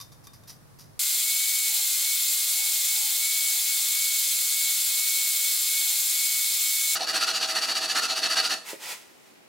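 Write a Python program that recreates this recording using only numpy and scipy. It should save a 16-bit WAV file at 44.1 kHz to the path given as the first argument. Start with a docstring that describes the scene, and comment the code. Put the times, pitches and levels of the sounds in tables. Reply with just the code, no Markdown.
"""A small metal shop, heard from close by: three jobs follow each other abruptly.
Calipers tick and slide on a steel blank: clicks ring its modes and coloured grit makes the scrape.
A bandsaw cuts a small plate: random chips ring the blade, and its sine whine sags under the load.
A hand file works the clamped plate in quick strokes of filtered grit, then fingers brush the filings
away and the bench takes a knock. Each job has its own quiet bed of filtered noise."""
import sys
import numpy as np
from scipy import signal
from scipy.fft import rfft, irfft, next_fast_len
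from scipy.io import wavfile
from scipy.ndimage import uniform_filter1d

SR = 44100
rng = np.random.default_rng(int(sys.argv[2]) if len(sys.argv) > 2 else 0)


def put_to_file(sound):
    """Save the sound as 16-bit audio at rate SR, in the file named by the first command-line argument."""
    columns = np.atleast_2d(sound).T  # one column per channel
    safe = np.clip(columns, -1, 1)
    whole_steps = np.round(safe * 32767)
    wavfile.write(sys.argv[1], SR, whole_steps.astype(np.int16))


N = 418068
TIME = np.arange(N) / SR


def from_db(db):
    """Decibels to gain."""
    return 10 ** (np.asarray(db) / 20)


def rms_one(x):
    """Scale to unit power."""
    return x / np.sqrt(np.mean(x ** 2) + 1e-20)


def between(start, end):
    """1 while a job lasts, with edges of a millisecond."""
    return np.clip((TIME - start) * 1000, 0, 1) * np.clip((end - TIME) * 1000, 0, 1)


def drift(rate):
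    """Random wander of rms 1, with `rate` random points a second joined by straight lines."""
    return rms_one(np.interp(TIME * rate, np.arange(N // 8), rng.standard_normal(N // 8)))


def colour(x, spectrum):
    """Give x a smooth spectrum; rms 1."""
    hz, db = np.transpose(spectrum)
    size = next_fast_len(N)
    bins = np.maximum(np.fft.rfftfreq(size, 1 / SR), 1)
    gain = from_db(np.interp(np.log(bins), np.log(hz), db))
    return rms_one(irfft(rfft(x, size) * gain, size)[..., :N])


def resonate(x, resonances):
    """A chain of peaks and notches; rms 1."""
    sections = []
    for hz, width, boost_db in resonances:
        half = np.pi * width / SR
        c = -2 * np.cos(2 * np.pi * hz / SR)
        g = from_db(boost_db / 2)
        section = np.array([1 + half * g, c, 1 - half * g, 1 + half / g, c, 1 - half / g])
        sections.append(section / (1 + half / g))
    return rms_one(signal.sosfilt(sections, x))


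def ring(clicks, modes):
    """A click sets each mode ringing at its own level, as a decaying sine."""
    out = 0
    for hz, db, t60 in modes:
        r = from_db(-60 / (t60 * SR))
        w = 2 * np.pi * hz / SR
        mode = signal.lfilter([0, np.sin(w)], [1, -2 * r * np.cos(w), r * r], clicks + 1e-18)
        out = out + from_db(db) * mode
    return out


def chips(per_s, spread_db):
    """Tiny fractures of uneven size at random moments; rms 1."""
    sizes = from_db(spread_db * np.clip(rng.standard_normal(N), -2, 2)) * rng.choice([-1, 1], N)
    return rms_one(sizes * (rng.random(N) < per_s / SR))


def swells(rows):
    """Envelope of sounds that build up along a bell curve and die away exponentially."""
    envelope = 0
    for s, rise, fall, db in rows:
        exponent = np.where(TIME < s, ((TIME - s) / rise) ** 2, (TIME - s) / fall)
        envelope = envelope + from_db(db) * np.exp(-exponent)
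    return envelope


def shop(x, near_db, tail_db, near_t60=0.04, shop_t60=0.34):
    """Direct sound, quick reflections from the work surface and a short tail, different in each ear."""
    t = TIME[:SR // 2]
    out = x
    for db, t60 in ((near_db, near_t60), (tail_db, shop_t60)):
        echoes = rng.standard_normal((2, len(t))) * from_db(-60 * t / t60) * (t > .001)
        echoes /= np.sqrt(np.sum(echoes ** 2, axis=1, keepdims=True))
        out = out + from_db(db) * signal.fftconvolve(x[None], echoes, axes=1)[:, :N]
    return out


def pan(x, left_db):
    """Lean to the left by a level difference."""
    return x * from_db(np.array([[left_db], [-left_db]]) / 2)


def bandsaw(wheel_hz=10.9, wheel_db=0.32, bite_db=0.7, cut_db=-24.0, drive_db=0.0,
            hum_hz=848, hum_db=0.0, unsteady=0.001243):
    """Teeth tear chips that ring the blade; teeth and drive sing at multiples of one speed."""
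    # Cutting noise. Each row: frequency in Hz, relative level in dB.
    cut_colour = [(40, -115.2), (170, -115.4), (430, -107.4), (620, -91.5), (1050, -90.5), (1450, -83.5),
                  (1800, -81.5), (2700, -75.5), (3800, -65), (5500, -69), (6900, -67.5), (8500, -66.5),
                  (12000, -65.5), (15600, -67.5)]
    # Resonances of blade and saw table. Each row: frequency in Hz, width in Hz, boost in dB.
    blade = [(690, 25, 5.5), (775, 27, 2.5), (2320, 280, 2.5), (3436, 31, 4.5), (4410, 54, 5.5),
             (4666, 73, -4), (4804, 49, 6.5), (6400, 90, -6.5), (6360, 63, 7.5), (6570, 64, 15),
             (6680, 210, -10.5), (7360, 450, 8), (8050, 210, -3.5), (8290, 170, 6), (9860, 210, -2.5),
             (10500, 700, 0), (12430, 670, -4.5), (13100, 300, 1)]
    # Overtones of the teeth. Each row: multiple of the tooth rate, level against the whine in dB.
    tooth_orders = [(2, -13), (3, -12)]
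    # Tones of the drive. Each row: multiple of the tooth rate, level in dB.
    drive_orders = [(.277, -69), (.347, -72), (.554, -61), (1.8, -52), (3.324, -44)]
    # The plate hums on the saw table in spells. Each row: peak in seconds,
    # rise and also fall time in seconds, level in dB.
    plate_hum = [(1.77, .08, -56.5), (2.037, .03, -59), (2.67, 0.16, -57.5), (3.05, 0.098, -54.5),
                 (3.56, .06, -58.5), (3.8, 0.056, -60), (4.88, 0.039, -62), (5.92, .12, -59)]
    # near full speed the teeth meet a resonance of the blade, and the whine swells
    whine_hz, whine_width_hz = 2220, 26
    whine_db, whine_boost_db = -46.8, 8.6

    tooth_hz = tooth_rate()
    phase = 2 * np.pi * np.cumsum(tooth_hz * (1 + unsteady * drift(60))) / SR
    # the feed throbs once per turn of the wheel, and the teeth bite unevenly
    throb_db = wheel_db * np.sin(2 * np.pi * wheel_hz * TIME)
    bite = from_db(throb_db + bite_db * drift(900) + 0.26 * drift(60))
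    grit = colour(chips(per_s=22000, spread_db=3) * bite, cut_colour)
    cutting = resonate(grit, blade) * from_db(cut_db)

    overtones = sum(from_db(db) * np.sin(k * phase + .7 * drift(70)) for k, db in tooth_orders)
    in_tune = np.exp(-((tooth_hz - whine_hz) / whine_width_hz) ** 2)
    whine_level = from_db(whine_db + whine_boost_db * in_tune + 1.4 * drift(70))
    whine = whine_level * (np.sin(phase) + overtones)

    drive = 0
    for k, db in drive_orders:
        level = from_db(db + drive_db + 1.0 * drift(25))
        drive = drive + level * np.sin(k * phase + .5 * drift(45))

    spells = swells([(s, half, half, db) for s, half, db in plate_hum])
    hum_tone = np.sin(2 * np.pi * hum_hz * TIME + 1.0 * drift(45))
    hum = hum_tone * spells * from_db(hum_db + 2.0 * drift(40))
    tones = np.sqrt(2) * (whine + drive + hum)
    return pan(shop(cutting, near_db=-6.5, tail_db=-16.5) + tones, left_db=1.0)


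def tooth_rate():
    """Every push drags the blade smoothly below its free speed, and it recovers as the hand eases off."""
    # Tooth rate running free, sinking slowly through the job. Each row: time in seconds, rate in Hz.
    free_speed = [(1.0, 2232), (6.95, 2212)]
    # The plate is pushed into the blade, which slows. Each row: hardest push in seconds,
    # lean in seconds, ease off in seconds, sag of the tooth rate in Hz.
    pushes = [(1.08, .4, 0.3, 86), (1.958, .41, .15, 91), (2.32, 0.28, 0.43, 78), (2.81, .19, 0.12, 72),
              (3.15, 0.38, .12, 54), (3.61, 0.12, .12, 54), (3.829, 0.16, .18, 43), (4.27, .21, 0.56, 33),
              (4.85, .19, .22, 41), (5.37, .19, 0.098, 22), (5.58, 0.1, .21, 41), (6.03, 0.29, 0.19, 42),
              (6.59, .24, 0.073, 17.4)]
    hz = np.interp(TIME, *np.transpose(free_speed))
    for s, lean, ease, sag_hz in pushes:
        push = np.interp(TIME, [s - lean, s, s + ease], [0, 1, 0])
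        hz = hz - sag_hz * np.sin(np.pi / 2 * push) ** 2
    return hz


def hand_file(rasp_db=4.0, turn_db=-11, speed_power=0.89, catch_db=1.0, stop_s=0.048,
              ring_width_hz=190, ring_db=10, lowest_hz=100, groan_hz=765, sing_db=1.0):
    """The file speeds up and stops in every stroke; speed makes it louder, and its teeth catch in bursts."""
    # Strokes, push and pull in turn. Each row: start in seconds, relative level of the bite
    # into the plate in dB, relative level of the file's ring in dB.
    strokes = [(6.931, -28.5, -30.5), (6.988, -41, -31), (7.063, -29, -31), (7.127, -23.5, -27.5),
               (7.197, -24, -25.5), (7.26, -28.5, -26.5), (7.329, -30.5, -28.5), (7.395, -32.5, -25.5),
               (7.47, -29, -31), (7.539, -26.5, -30), (7.606, -27, -29.5), (7.668, -30, -28.5),
               (7.74, -30.5, -28.5), (7.802, -32, -28.5), (7.876, -31, -27.5), (7.942, -21.5, -29.5),
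               (8.008, -28, -29.5), (8.077, -33.5, -27), (8.148, -30.5, -30), (8.212, -30, -26),
               (8.289, -25.5, -27.5), (8.353, -23.5, -24), (8.421, -28.5, -27.5), (8.488, -27, -29.5)]
    strokes_end_s = 8.556
    # Rasp of the file. Each row: frequency in Hz, relative level in dB.
    rasp_colour = [(40, -105.0), (90, -99.6), (170, -84), (300, -71.5), (550, -82.5), (1000, -70.5),
                   (1500, -64), (2200, -69), (3500, -67.5), (5500, -66), (7000, -76.5), (8300, -73),
                   (10500, -76.5), (15500, -89)]
    # Resonances of file, plate and vice. Each row: frequency in Hz, width in Hz, boost in dB.
    vice = [(471, 36, 12), (643.7, 63, 19), (769, 35, 14.5), (1040, 60, -6.5), (1294, 45, 8.5),
            (1530, 58, -16), (1700, 75, -0.5), (2170, 92, -13), (2624, 21, 15), (2847, 60, 11),
            (3850, 25, 5.5), (4530, 710, 4.5), (4660, 50, -2), (5100, 90, -11), (5980, 250, 4),
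            (6780, 56, 15), (7060, 68, 13), (7970, 70, 4)]
    # The plate judders once in the vice. Each row: peak, rise and fall in seconds, level in dB.
    judder = [(7.022, 0.021, .022, -30)]
    push_ring_hz, pull_ring_hz, ring_scatter_hz = 4654, 4380, 100  # the file rings higher on the push
    # a ring of the plate that shifts with the spot
    plate_centre_hz, plate_scatter_hz, plate_width_hz, plate_boost_db = 1620, 280, 110, 8.5
    push_bench_db, pull_bench_db = -30, -27  # the pull shakes the bench more
    # relative hiss at the usual bite, and its share of the bite's swing
    usual_bite_db, usual_hiss_db, hiss_follows = -28, -29, 0.45

    starts, *levels = np.transpose(strokes)
    progress = np.interp(TIME, np.append(starts, strokes_end_s), np.arange(len(starts) + 1))
    speed = np.abs(np.sin(np.pi * progress))
    stroke = np.minimum(progress.astype(int), len(starts) - 1)
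    bite_db, file_db = [uniform_filter1d(c[stroke], size=800) for c in levels]
    pulling = uniform_filter1d((stroke % 2).astype(float), size=400)

    catches = rms_one(from_db(catch_db * drift(600)))
    teeth = resonate(colour(chips(per_s=12000, spread_db=2.0) * catches, rasp_colour), vice)
    # the file meets the plate at a new spot in each stroke, so both ring a little differently
    rasp = 0
    for k, (on_file, on_plate) in enumerate(rng.uniform(-1, 1, (len(starts), 2))):
        file_hz = (push_ring_hz, pull_ring_hz)[k % 2] + ring_scatter_hz * on_file
        plate_hz = plate_centre_hz + plate_scatter_hz * on_plate
        rings = [(file_hz, ring_width_hz, ring_db), (plate_hz, plate_width_hz, plate_boost_db)]
        rasp = rasp + resonate(teeth, rings) * (stroke == k)
    rasp = signal.sosfilt(signal.butter(2, lowest_hz, "high", fs=SR, output="sos"), rasp)

    # from low to high: bench, plate, file and the hiss of the chips, which follows the bite
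    low, mid, high = [signal.sosfiltfilt(signal.butter(2, hz, fs=SR, output="sos"), rasp)
                      for hz in (950, 2300, 5600)]
    turning = from_db(turn_db) * np.exp(-np.maximum(TIME - strokes_end_s, 0) / stop_s)
    cut = np.hypot(turning, speed ** speed_power)
    bench_db = push_bench_db + pulling * (pull_bench_db - push_bench_db)
    # the heavy bench rings on through the turns
    bench = low * from_db(bench_db) * (1.85 * turning + 0.27 * speed)
    plate = (mid - low) * from_db(bite_db)
    singing = from_db(sing_db * (speed - 0.9))  # the file rings best at full speed
    file_ring = (high - mid) * from_db(file_db) * singing
    hiss = (rasp - high) * from_db(usual_hiss_db + hiss_follows * (bite_db - usual_bite_db))
    filing = from_db(rasp_db) * (bench + (plate + file_ring + hiss) * cut)

    groan = swells(judder) * np.sin(2 * np.pi * groan_hz * TIME + 1.3 * drift(240))
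    return pan(shop(filing + groan, near_db=-11.5, tail_db=-12.0), left_db=-0.3)


def brushing(thump_db=-4, lowest_hz=190):
    """Fingers sweep gritty filings over the wood, and the bench takes one soft knock."""
    # Brushes of the fingers. Each row: peak, rise and fall in seconds, level in dB.
    brushes = [(8.705, 0.044, 0.034, -36), (8.84, 0.033, .04, -40.5), (8.922, 0.055, 0.029, -34.5),
               (9.03, 0.055, 0.28, -57), (9.28, 0.044, .05, -66)]
    # Grit on wood. Each row: frequency in Hz, relative level in dB.
    brush_colour = [(88, -64), (150, -24), (462, -5), (607, -4), (912, 0.5), (1150, -4), (1400, 2),
                    (1630, -6), (1910, 2.5), (3690, -1.5), (8330, -4), (15500, -10.5)]
    # One knock on the wooden bench: time in seconds, relative strength in dB.
    knock_s, knock_db = (8.731, -36)
    # Modes of the bench. Each row: frequency in Hz, relative level in dB, 60 dB decay in seconds.
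    bench_modes = [(226, -25, .11), (330, -2, .07), (425, 3.5, 0.088), (535, 4, .06), (620, 4, 0.097)]
    grit = colour(chips(per_s=11000, spread_db=5.5), brush_colour) * swells(brushes)
    blow = np.zeros(N)
    blow[int(knock_s * SR)] = from_db(knock_db + thump_db)
    # the band-pass makes the blow soft
    blow = signal.sosfilt(signal.butter(3, [lowest_hz, 800], "band", fs=SR, output="sos"), blow)
    return pan(shop(grit + ring(blow, bench_modes), near_db=-5, tail_db=-8.5), left_db=-1.0)


def calipers(crack_s=0.0053, crack_db=-9, ring_db=-12.5, grit_db=1.0):
    """Each touch is a crack and a ring of the steel; the jaws also scrape as they slide."""
    # Jaws touching the blank. Each row: time in seconds, relative strength in dB.
    ticks = [(.002, -34), (.011, -34.5), (.119, -45.5), (.270, -36.5), (0.333, -48), (.436, -47)]
    # Ringing of the steel. Each row: frequency in Hz, relative level in dB, 60 dB decay in seconds.
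    steel_modes = [(1140, -0.5, 0.073), (2405, -11, 0.11), (3600, -8, 0.2), (3640, -3.5, 0.25),
                   (4630, -4, 0.11), (5120, -17, .1), (5930, -12, .07), (11000, -8, .07), (11300, 0, 0.074)]
    # Jaws sliding along the blank. Each row: peak in seconds, level in dB.
    slides = [(.016, -46.5), (.125, -57), (.243, -54.5), (.340, -54), (.480, -46), (.503, -51), (.793, -49),
              (.812, -58)]
    # Sliding steel. Each row: frequency in Hz, relative level in dB.
    slide_colour = [(300, -34), (1000, -6), (2800, -11), (4200, -5), (5000, 3.5), (6000, 0), (7800, -11),
                    (10500, -4.5), (13500, -7), (14400, -7), (15800, -18)]
    slide_rise_s, slide_fall_s = .006, 0.029
    clicks = np.zeros(N)
    for s, db in ticks:
        clicks[int(s * SR)] = from_db(db)
    decay = np.exp(-1 / (crack_s * SR))
    cracks = from_db(crack_db) * signal.lfilter([1], [1, -decay], clicks + 1e-18)
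    friction = colour(chips(per_s=9000, spread_db=2.0), slide_colour)
    sliding = swells([(s, slide_rise_s, slide_fall_s, db) for s, db in slides])
    contact = sliding * from_db(grit_db * drift(250)) + cracks
    ringing = from_db(ring_db) * ring(clicks, steel_modes)
    return shop(friction * contact + ringing, near_db=-7, tail_db=-16)


def air(spectrum, side_db):
    """Diffuse background of the shop: coloured noise, with a separate noise opposed in the two ears."""
    mid, side = colour(rng.standard_normal((2, N)), spectrum)
    return mid + from_db(side_db) * side * np.array([[1], [-1]])


def scene():
    """Measuring, sawing, filing, each cutting straight to the next."""
    # Still air while measuring, faint rumble around the saw, still air around the bench.
    # Each row: frequency in Hz, relative level in dB.
    measuring_air = [(25, -16), (70, -12), (105, -1), (135, -0.5), (200, -11.5), (400, -17), (900, -19),
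                     (1600, -24.5), (3000, -32.5), (5200, -29.5), (7600, -33.5), (10000, -30.5),
                     (15500, -36)]
    saw_air = [(30, -4), (200, -13), (600, 6), (2000, -10)]
    bench_air = [(24, -58), (40, -27), (197, -4), (377, -2.5), (670, -6), (859, -6.5), (1100, -12),
                 (2640, -12), (3220, -16), (15500, -26)]
    saw_start_s, file_start_s = .992, 6.952
    measuring = calipers() + from_db(-55) * air(measuring_air, side_db=0)
    sawing = bandsaw() + from_db(-85.5) * air(saw_air, side_db=15.5)
    filing = hand_file() + brushing() + from_db(-59.0) * air(bench_air, side_db=2)
    out = measuring * (1 - between(saw_start_s, np.inf))
    out = out + sawing * between(saw_start_s, file_start_s)
    return out + filing * between(file_start_s, np.inf)


def record(dry, cutoff_hz=15800):
    """The top is cut steeply."""
    return signal.sosfilt(signal.ellip(12, .1, 80, cutoff_hz, fs=SR, output="sos"), dry)


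dry = scene()
out = record(dry)
put_to_file(out)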